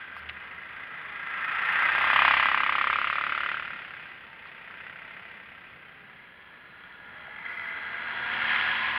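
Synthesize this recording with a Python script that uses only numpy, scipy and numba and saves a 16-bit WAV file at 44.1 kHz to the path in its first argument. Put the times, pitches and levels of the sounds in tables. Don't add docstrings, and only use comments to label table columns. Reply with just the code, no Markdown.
import sys
import numpy as np
from scipy import signal
from scipy.fft import rfft, irfft
from scipy.io import wavfile
from scipy.ndimage import uniform_filter1d
from numba import njit

SR = 44100
rng = np.random.default_rng(int(sys.argv[2]) if len(sys.argv) > 2 else 0)


def dump_mix(stems):
    frames = np.atleast_2d(stems).T
    limited = np.clip(frames, -1, 1)
    pcm = np.round(limited * 32767).astype(np.int16)
    wavfile.write(sys.argv[1], SR, pcm)


def ratio(d):
    e = np.asarray(d, float) / 20
    return 10 ** e


N = 395999
TIME = np.arange(N) / SR
SINGLE_GONE_S = 6.2


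def level(x, db):
    return x * ratio(db) / np.sqrt(np.mean(x ** 2))


def noise():
    return rng.standard_normal(N)


def columns(table):
    s, *rest = np.transpose(table)
    return [np.interp(TIME, s, c) for c in rest]


def walk(rate):
    k = int(SR / rate)
    steps = np.repeat(rng.standard_normal(N // k + 1), k)
    return 1.142 * uniform_filter1d(uniform_filter1d(steps, k), k)[:N]


@njit
def svf(x, hz, damp):
    band, high, b, l = np.empty(len(x)), np.empty(len(x)), 0., 0.
    for i in range(len(x)):
        g = np.tan(np.pi * hz[i] / SR)
        v = (b + g * (x[i] - l)) / (1 + g * (g + damp))
        band[i], high[i] = damp * v, x[i] - damp * v - l - g * v
        b, l = 2 * v - b, l + 2 * g * v
    return band, high


def ring(x, modes, wander=0., patchy_db=0.):
    out = np.zeros(N)
    for hz, width, db in modes:
        gain = ratio(db + patchy_db * walk(5))
        out += gain * svf(x, hz * (1 + wander * walk(3)), width / hz)[0]
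    return out


def colour(x, points, notches=()):
    size = 2 ** 13
    hz = np.maximum(np.fft.rfftfreq(size, 1 / SR), 1)
    db = np.interp(np.log(hz), np.log(np.transpose(points)[0]), np.transpose(points)[1])
    for centre, width, depth_db in notches:
        db = db - depth_db / (1 + (2 * (hz - centre) / width) ** 2)
    cep = irfft(db * np.log(10) / 20)
    cep[1:size // 2] *= 2
    cep[size // 2 + 1:] = 0
    return signal.fftconvolve(x, irfft(np.exp(rfft(cep))))[:N]


def stack(cycles, orders, flutter_db, span=slice(None)):
    out = 0
    for k, db in orders:
        gain = np.sqrt(2) * ratio(db + flutter_db * walk(9)[span])
        out = out + gain * np.sin(2 * np.pi * (k * cycles[span] + rng.random()))
    return out


def humming(table, db, orders, flutter_db, waver=0., fade_s=0.09):
    since_start, until_end = TIME - table[0][0], table[-1][0] - TIME
    fade = np.clip((np.minimum(since_start, until_end) + fade_s) / fade_s, 0, 1)
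    out, on = np.zeros(N), fade > 0
    cycles = np.cumsum(columns(table)[0] * (1 + waver * walk(20))) / SR
    out[on] = stack(cycles, orders, flutter_db, on)
    return fade * ratio(db) * out


# time in seconds, clatter level in dB.
PASS = [(0, -44.5), (.6, -43.5), (1.3, -38.5), (1.73, -28.5), (2.26, -23.5), (2.6, -31), (3.4, -35.5),
        (3.75, -41), (4.3, -46.5), (5.1, -46.5), (6.3, -51.5), (7.1, -46.5), (7.45, -44), (7.76, -39),
        (8.05, -35.5), (8.3, -30.5), (8.55, -25.5), (8.98, -27.5)]
# time in seconds, share from 0 to 1.
FACING = [
    (0, 0.58),
    (1.4, 0.94),
    (1.85, 0.87),
    (2.3, 0.29),
    (2.7, 0.3),
    (6.3, 0.42),
    (7.5, 0.98),
    (8.15, 0.77),
    (8.5, 0.37),
]


def passing():
    near_db = columns(PASS)[0]
    far_db = -22 - near_db
    return near_db, far_db, np.clip(columns(FACING)[0], 0, 1)


# centre in Hz, width in Hz, level in dB.
SINGLE_BODY = [(1394, 83, 1.5), (1590, 71, 7), (1850, 163, 3), (2013, 36, 3.5), (2450, 140, -4.5),
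               (3415, 330, -7), (4750, 570, -10.5)]
TWIN_BODY = [(980, 61, -8.5), (1457, 58, 4.5), (1649, 60, 7), (1766, 94, -0.5), (2690, 50, -14.5),
             (3275, 153, 1), (3950, 210, -2.5)]
# centre in Hz, width in Hz, level in dB.
TWIN_INTAKE = [(1992, 83, 0)]


def bodywork(drive, intake_db):
    single = level(ring(drive, SINGLE_BODY, wander=0.012, patchy_db=1.5), 0)
    twin = level(ring(drive, TWIN_BODY, wander=0.012, patchy_db=1.5), 0)
    twin = twin + ratio(intake_db) * level(ring(drive, TWIN_INTAKE, wander=0.01, patchy_db=3.0), 0)
    twin_share = np.clip((TIME - 5.8) / 0.54, 0, 1)
    return np.sqrt(1 - twin_share) * single + np.sqrt(twin_share) * twin


def clatter(beat, aim_db, far_db, facing):
    pulsing = np.clip(0.18 + 0.35 * ratio(aim_db), 0, 1)
    swell = (1 - pulsing + 5.3 * pulsing * np.exp(-(beat % 1) / 0.75)) * ratio(0.58 * walk(14))
    ticks = (rng.random(N) < 500 / SR) * noise()
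    ticks = ticks * ratio(.9 * rng.exponential(size=N))
    hiss = noise() * swell
    intake_db = -17.5 + 0.77 * far_db + 1.9 * twin_over_cruise()
    panels = bodywork(hiss + level(ticks, -3) * swell, intake_db)
    panel_db = -8 + 10 * facing
    return hiss, hiss + level(ticks, -24) + ratio(panel_db) * panels


def ground_dip(quads, far_db, facing):
    leaving_s = np.maximum(TIME - 2.51, 0) * (TIME < SINGLE_GONE_S)
    dip_hz = np.minimum(420 + 19.5 * far_db + 310 * leaving_s, 876)
    depth = np.clip((1.0 - 0.04 * far_db) * (1 - 0.63 * facing), 0, 1)
    return quads - depth * svf(quads, dip_hz, 0.87)[0]


def brightness(quads, facing):
    top = svf(quads, np.full(N, 2900.), 1.053)[1]
    return (ratio(11.5 - 5 * facing) - 1) * top


def swish(hiss, puff, aim_db, far_db, facing):
    rush = hiss * ratio(1.5 * walk(13) - 5.0) + ratio(0.45 * aim_db + 12.5) * puff
    for _ in range(2):
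        rush = svf(rush, np.full(N, 6000.), 1.62)[1]
    return ratio(3.5 + 16.5 * facing + 0.21 * far_db) * rush


# frequency in Hz, gain in dB.
CASE = [(100, -33.5), (450, -17), (800, -6), (1300, -2), (2100, -2.5), (3000, -13.5), (4000, -32),
        (4800, -37.5), (5400, -41.5), (6600, -47.5), (9500, -65.5), (10600, -56), (12000, -70),
        (15500, -72.5)]
# centre in Hz, width in Hz, depth in dB.
CASE_NOTCHES = [
    (6036, 790, 26.5),
    (7840, 1190, 31),
]


def through_case(quads):
    return colour(quads, CASE, CASE_NOTCHES)


# frequency in Hz, level in dB per Hz.
WIND = [(20, -14.5), (48, -19), (65, -5), (112, -6), (170, -2), (300, -8), (500, -7.5), (800, -14),
        (1100, -46), (2500, -94.5)]


def wind_rumble(far_db):
    gusts = level(colour(noise(), WIND) * ratio(0.76 * walk(3.7)), 0.85)
    return gusts * ratio(-54.5 - 0.24 * far_db)


def case_hiss():
    points = [(3000, -15.5), (6000, -11.0), (9000, 6), (16000, 3.5)]
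    return level(colour(noise(), points, CASE_NOTCHES), -82)


# frequency in Hz, level in dB.
WHISTLE = [(10998, -92)]


def whistle():
    return sum(ratio(db) * np.sqrt(2) * np.sin(2 * np.pi * hz * TIME) for hz, db in WHISTLE)


# time in seconds, cycles per second, hum level in dB.
TWIN_GONE = [
    (.1, 38.5, -57),
    (.35, 38, -65),
    (.55, 37, -67),
]
# multiple of the cycle speed, level in dB.
TWIN_ORDERS = [(1, -24), (2, -5.5), (3, -9), (4, -17), (5, -28), (6, -1), (7, -24.5), (8, -11), (9, -11.5),
               (10, -13), (11, -18), (12, -27), (13, -26), (14, -22), (15, -24.5), (16, -19.5), (17, -17),
               (18, -14), (19, -12), (20, -12.5), (21, -26), (22, -16.5), (23, -2.5), (24, -11), (25, -9.5),
               (26, 3.5), (27, 7), (28, -7.5), (29, -7), (30, -3.5)]


def leaving_twin():
    return humming(TWIN_GONE, columns(TWIN_GONE)[1], TWIN_ORDERS[1:3], flutter_db=6.5)


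# start in seconds, length in seconds, level in dB.
BRUSHES = [
    (0.163, 0.037, -65.5),
    (0.29, .012, -73),
    (7.49, 0.22, -72),
    (8.498, 0.0087, -63.5),
]


def brushing():
    gate = sum(ratio(db) * ((TIME > s) & (TIME < s + length)) for s, length, db in BRUSHES)
    points = [(2500, -8.5), (4500, 18.5), (6500, 7.0), (11000, 2.5), (16000, -10.0)]
    hiss = colour(noise(), points, CASE_NOTCHES)
    return level(hiss, 0) * uniform_filter1d(gate, int(.002 * SR))


# start in seconds, peak in dB, pitch in Hz, ring in seconds.
KNOCKS = [(.166, -29.5, 1350, 0.012), (.2895, -30, 2800, 0.013), (.294, -26.5, 2400, 0.031),
          (4.47, -47, 4300, 0.087), (4.868, -52, 5000, .04), (7.28, -44, 600, 0.033),
          (4.457, -36.5, 1400, 0.03), (4.703, -36, 1350, 0.038), (8.42, -18.5, 1660, 0.036),
          (8.504, -16.5, 1707, 0.024), (8.561, -14, 1753, 0.022)]


def knocks():
    out = np.zeros(N)
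    age = np.arange(int(.12 * SR)) / SR
    for s, db, hz, ring_s in KNOCKS:
        decay = np.exp(-np.log(1000) * age / np.clip(ring_s, .005, .1))
        hit = rng.standard_normal(len(age)) * decay
        for _ in range(2):
            hit = svf(hit, np.full(len(age), 1. * hz), 0.52)[0]
        start = int(s * SR)
        out[start:start + len(age)] += ratio(db) * hit / np.abs(hit).max()
    return colour(out, [(3500, 1.5), (5000, -15), (6000, -39), (16000, -54)])


# time in seconds, knobs per second.
TREADS = [
    [(.25, 256), (.5, 240), (.7, 243), (.85, 217), (1.05, 208)],
    [(4.3, 226), (5.5, 225)],
    [(5.8, 207), (6.15, 188)],
    [(7.05, 206), (7.32, 209), (7.48, 232), (7.82, 215), (7.98, 231), (8.2, 233), (8.43, 251), (8.58, 243),
     (8.9, 259)],
]
TREAD_RUN_DB = [-4, -5, -6, -1.5]
# multiple of the knob rate, level in dB.
TREAD_ORDERS = [(2.14, -8), (3, -4), (4, 0)]


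def tyre_treads(near_db, far_db):
    tread_db = near_db - 22 + .25 * far_db
    out = np.zeros(N)
    for table, run_db in zip(TREADS, TREAD_RUN_DB):
        out += humming(table, tread_db + run_db, TREAD_ORDERS, flutter_db=3.0, waver=.004)
    return out


# time in seconds, firings per second.
FIRING = [(1.3, 27.78), (1.75, 29.46), (2.05, 33.5), (2.5, 34.01), (2.75, 33.45), (3.2, 36.34),
          (3.4, 35.69), (3.6, 37.53), (3.85, 33.94), (4.1, 33.27), (4.7, 31.01), (5.2, 34.65), (5.8, 32.49)]


def single_cycles():
    turns = np.cumsum(columns(FIRING)[0]) / SR
    return turns - turns[int(1.6 * SR)] + .49


# time in seconds, level in dB.
PIPE_AIM = [
    (1.2, -30.5),
    (1.8, -17),
    (2.2, -5.5),
    (2.85, -1.5),
    (3.55, -5),
    (4.3, -23),
    (4.9, -7.5),
    (5.4, -11),
    (6.0, -39.5),
]


def single_pipe_aim():
    return columns(PIPE_AIM)[0]


# centre in Hz, width in Hz, level in dB.
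PIPE = [(1330, 37, -25.5), (1820, 570, 2.5), (600, 100, 4), (2600, 1600, -3)]


def tail_pipe(cycles):
    pop_hz = 989 + 425 * np.maximum(TIME - 2.51, 0)
    count = np.floor(cycles - np.floor(cycles[0])).astype(int)
    size = ratio(1.1 * rng.standard_normal(count[-1] + 1))[count]
    firings = np.diff(count, prepend=0) * size
    firings = firings + 0.27 * np.roll(firings, int(0.00578 * SR))
    age = np.arange(int(.0032 * SR)) / SR
    sweep = np.hanning(len(age)) * np.sin(2 * np.pi * (480 * age + 2.7e5 * age ** 2))
    pops = np.convolve(firings, sweep)[:N]
    for _ in range(2):
        pops = svf(pops, pop_hz, .9)[0]
    thumps = np.convolve(firings, np.hanning(int(0.00071 * SR)), "same")
    rings = level(ring(thumps, PIPE), -4.5)
    since = cycles % 1
    puff = level(size * since * np.exp(-since / 0.13) * noise(), 0)
    thin_puff = svf(puff, np.full(N, 1700.), 0.81)[1]
    direct = ratio(2.0) * (level(pops, 0) + rings) + ratio(4) * thin_puff
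    echo = np.interp(TIME - 1 / pop_hz, TIME, direct)
    return direct + 0.32 * echo, puff


# multiple of the firing rate, level in dB.
SINGLE_ORDERS = [(1, -23), (2, -4), (3, -9.5), (4, -7), (5, -14.5), (6, -17.5), (7, -5), (8, -4.5),
                 (9, -7.5), (10, -10), (11, -10.5), (12, -13.5), (13, -13), (14, -18), (15, -9.5),
                 (16, -4.5), (17, -11), (18, -3.5), (19, -3), (20, -4.5)]


def single_boom(cycles, near_db, aim_db):
    return ratio(near_db + .6 * aim_db - 25) * stack(cycles, SINGLE_ORDERS, flutter_db=0.5)


# time in seconds, cycles per second.
TWIN = [
    (6.5, 29.9),
    (6.9, 30.28),
    (7.07, 33.5),
    (7.27, 35.36),
    (7.49, 39.7),
    (7.76, 38.4),
    (8.3, 39.47),
    (8.56, 38.1),
    (8.98, 39),
]


def twin_over_cruise():
    return columns(TWIN)[0] - 39


# time in seconds, level in dB.
TWIN_PIPE_AIM = [
    (7.9, -22),
    (8.3, -5),
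    (8.6, -2),
    (8.98, 8.5),
]


def twin_hum(near_db, far_db):
    hum_db = near_db - 29 + 0.16 * far_db + 2.5 * twin_over_cruise()
    low = humming(TWIN, hum_db, TWIN_ORDERS[:10], flutter_db=1.0)
    upper_db = hum_db + columns(TWIN_PIPE_AIM)[0]
    return low + humming(TWIN, upper_db, TWIN_ORDERS[10:], flutter_db=4.0)


def scene():
    near_db, far_db, facing = passing()
    aim_db = single_pipe_aim()
    cycles = single_cycles()
    twin_cycles = np.cumsum(columns(TWIN)[0]) / SR
    beat = np.where(TIME < SINGLE_GONE_S, cycles, 2 * twin_cycles)
    hiss, rattle = clatter(beat, aim_db, far_db, facing)
    exhaust, puff = tail_pipe(cycles)
    quads = ground_dip(rattle + ratio(aim_db) * exhaust, far_db, facing)
    quads = quads + brightness(quads, facing) + swish(hiss, puff, aim_db, far_db, facing)
    heard = through_case(quads * ratio(near_db + 7))
    engines = single_boom(cycles, near_db, aim_db) + leaving_twin() + twin_hum(near_db, far_db)
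    background = wind_rumble(far_db) + case_hiss() + whistle()
    touches = knocks() + brushing()
    return (heard + engines + tyre_treads(near_db, far_db) + background + touches)[None]


def roll_off(x):
    return signal.sosfilt(signal.butter(12, 15830, fs=SR, output="sos"), x)


def record(dry):
    mix = dry * np.clip((TIME[-1] - TIME) / .003, 0, 1)
    return roll_off(mix)


dry = scene()
out = record(dry)
dump_mix(out)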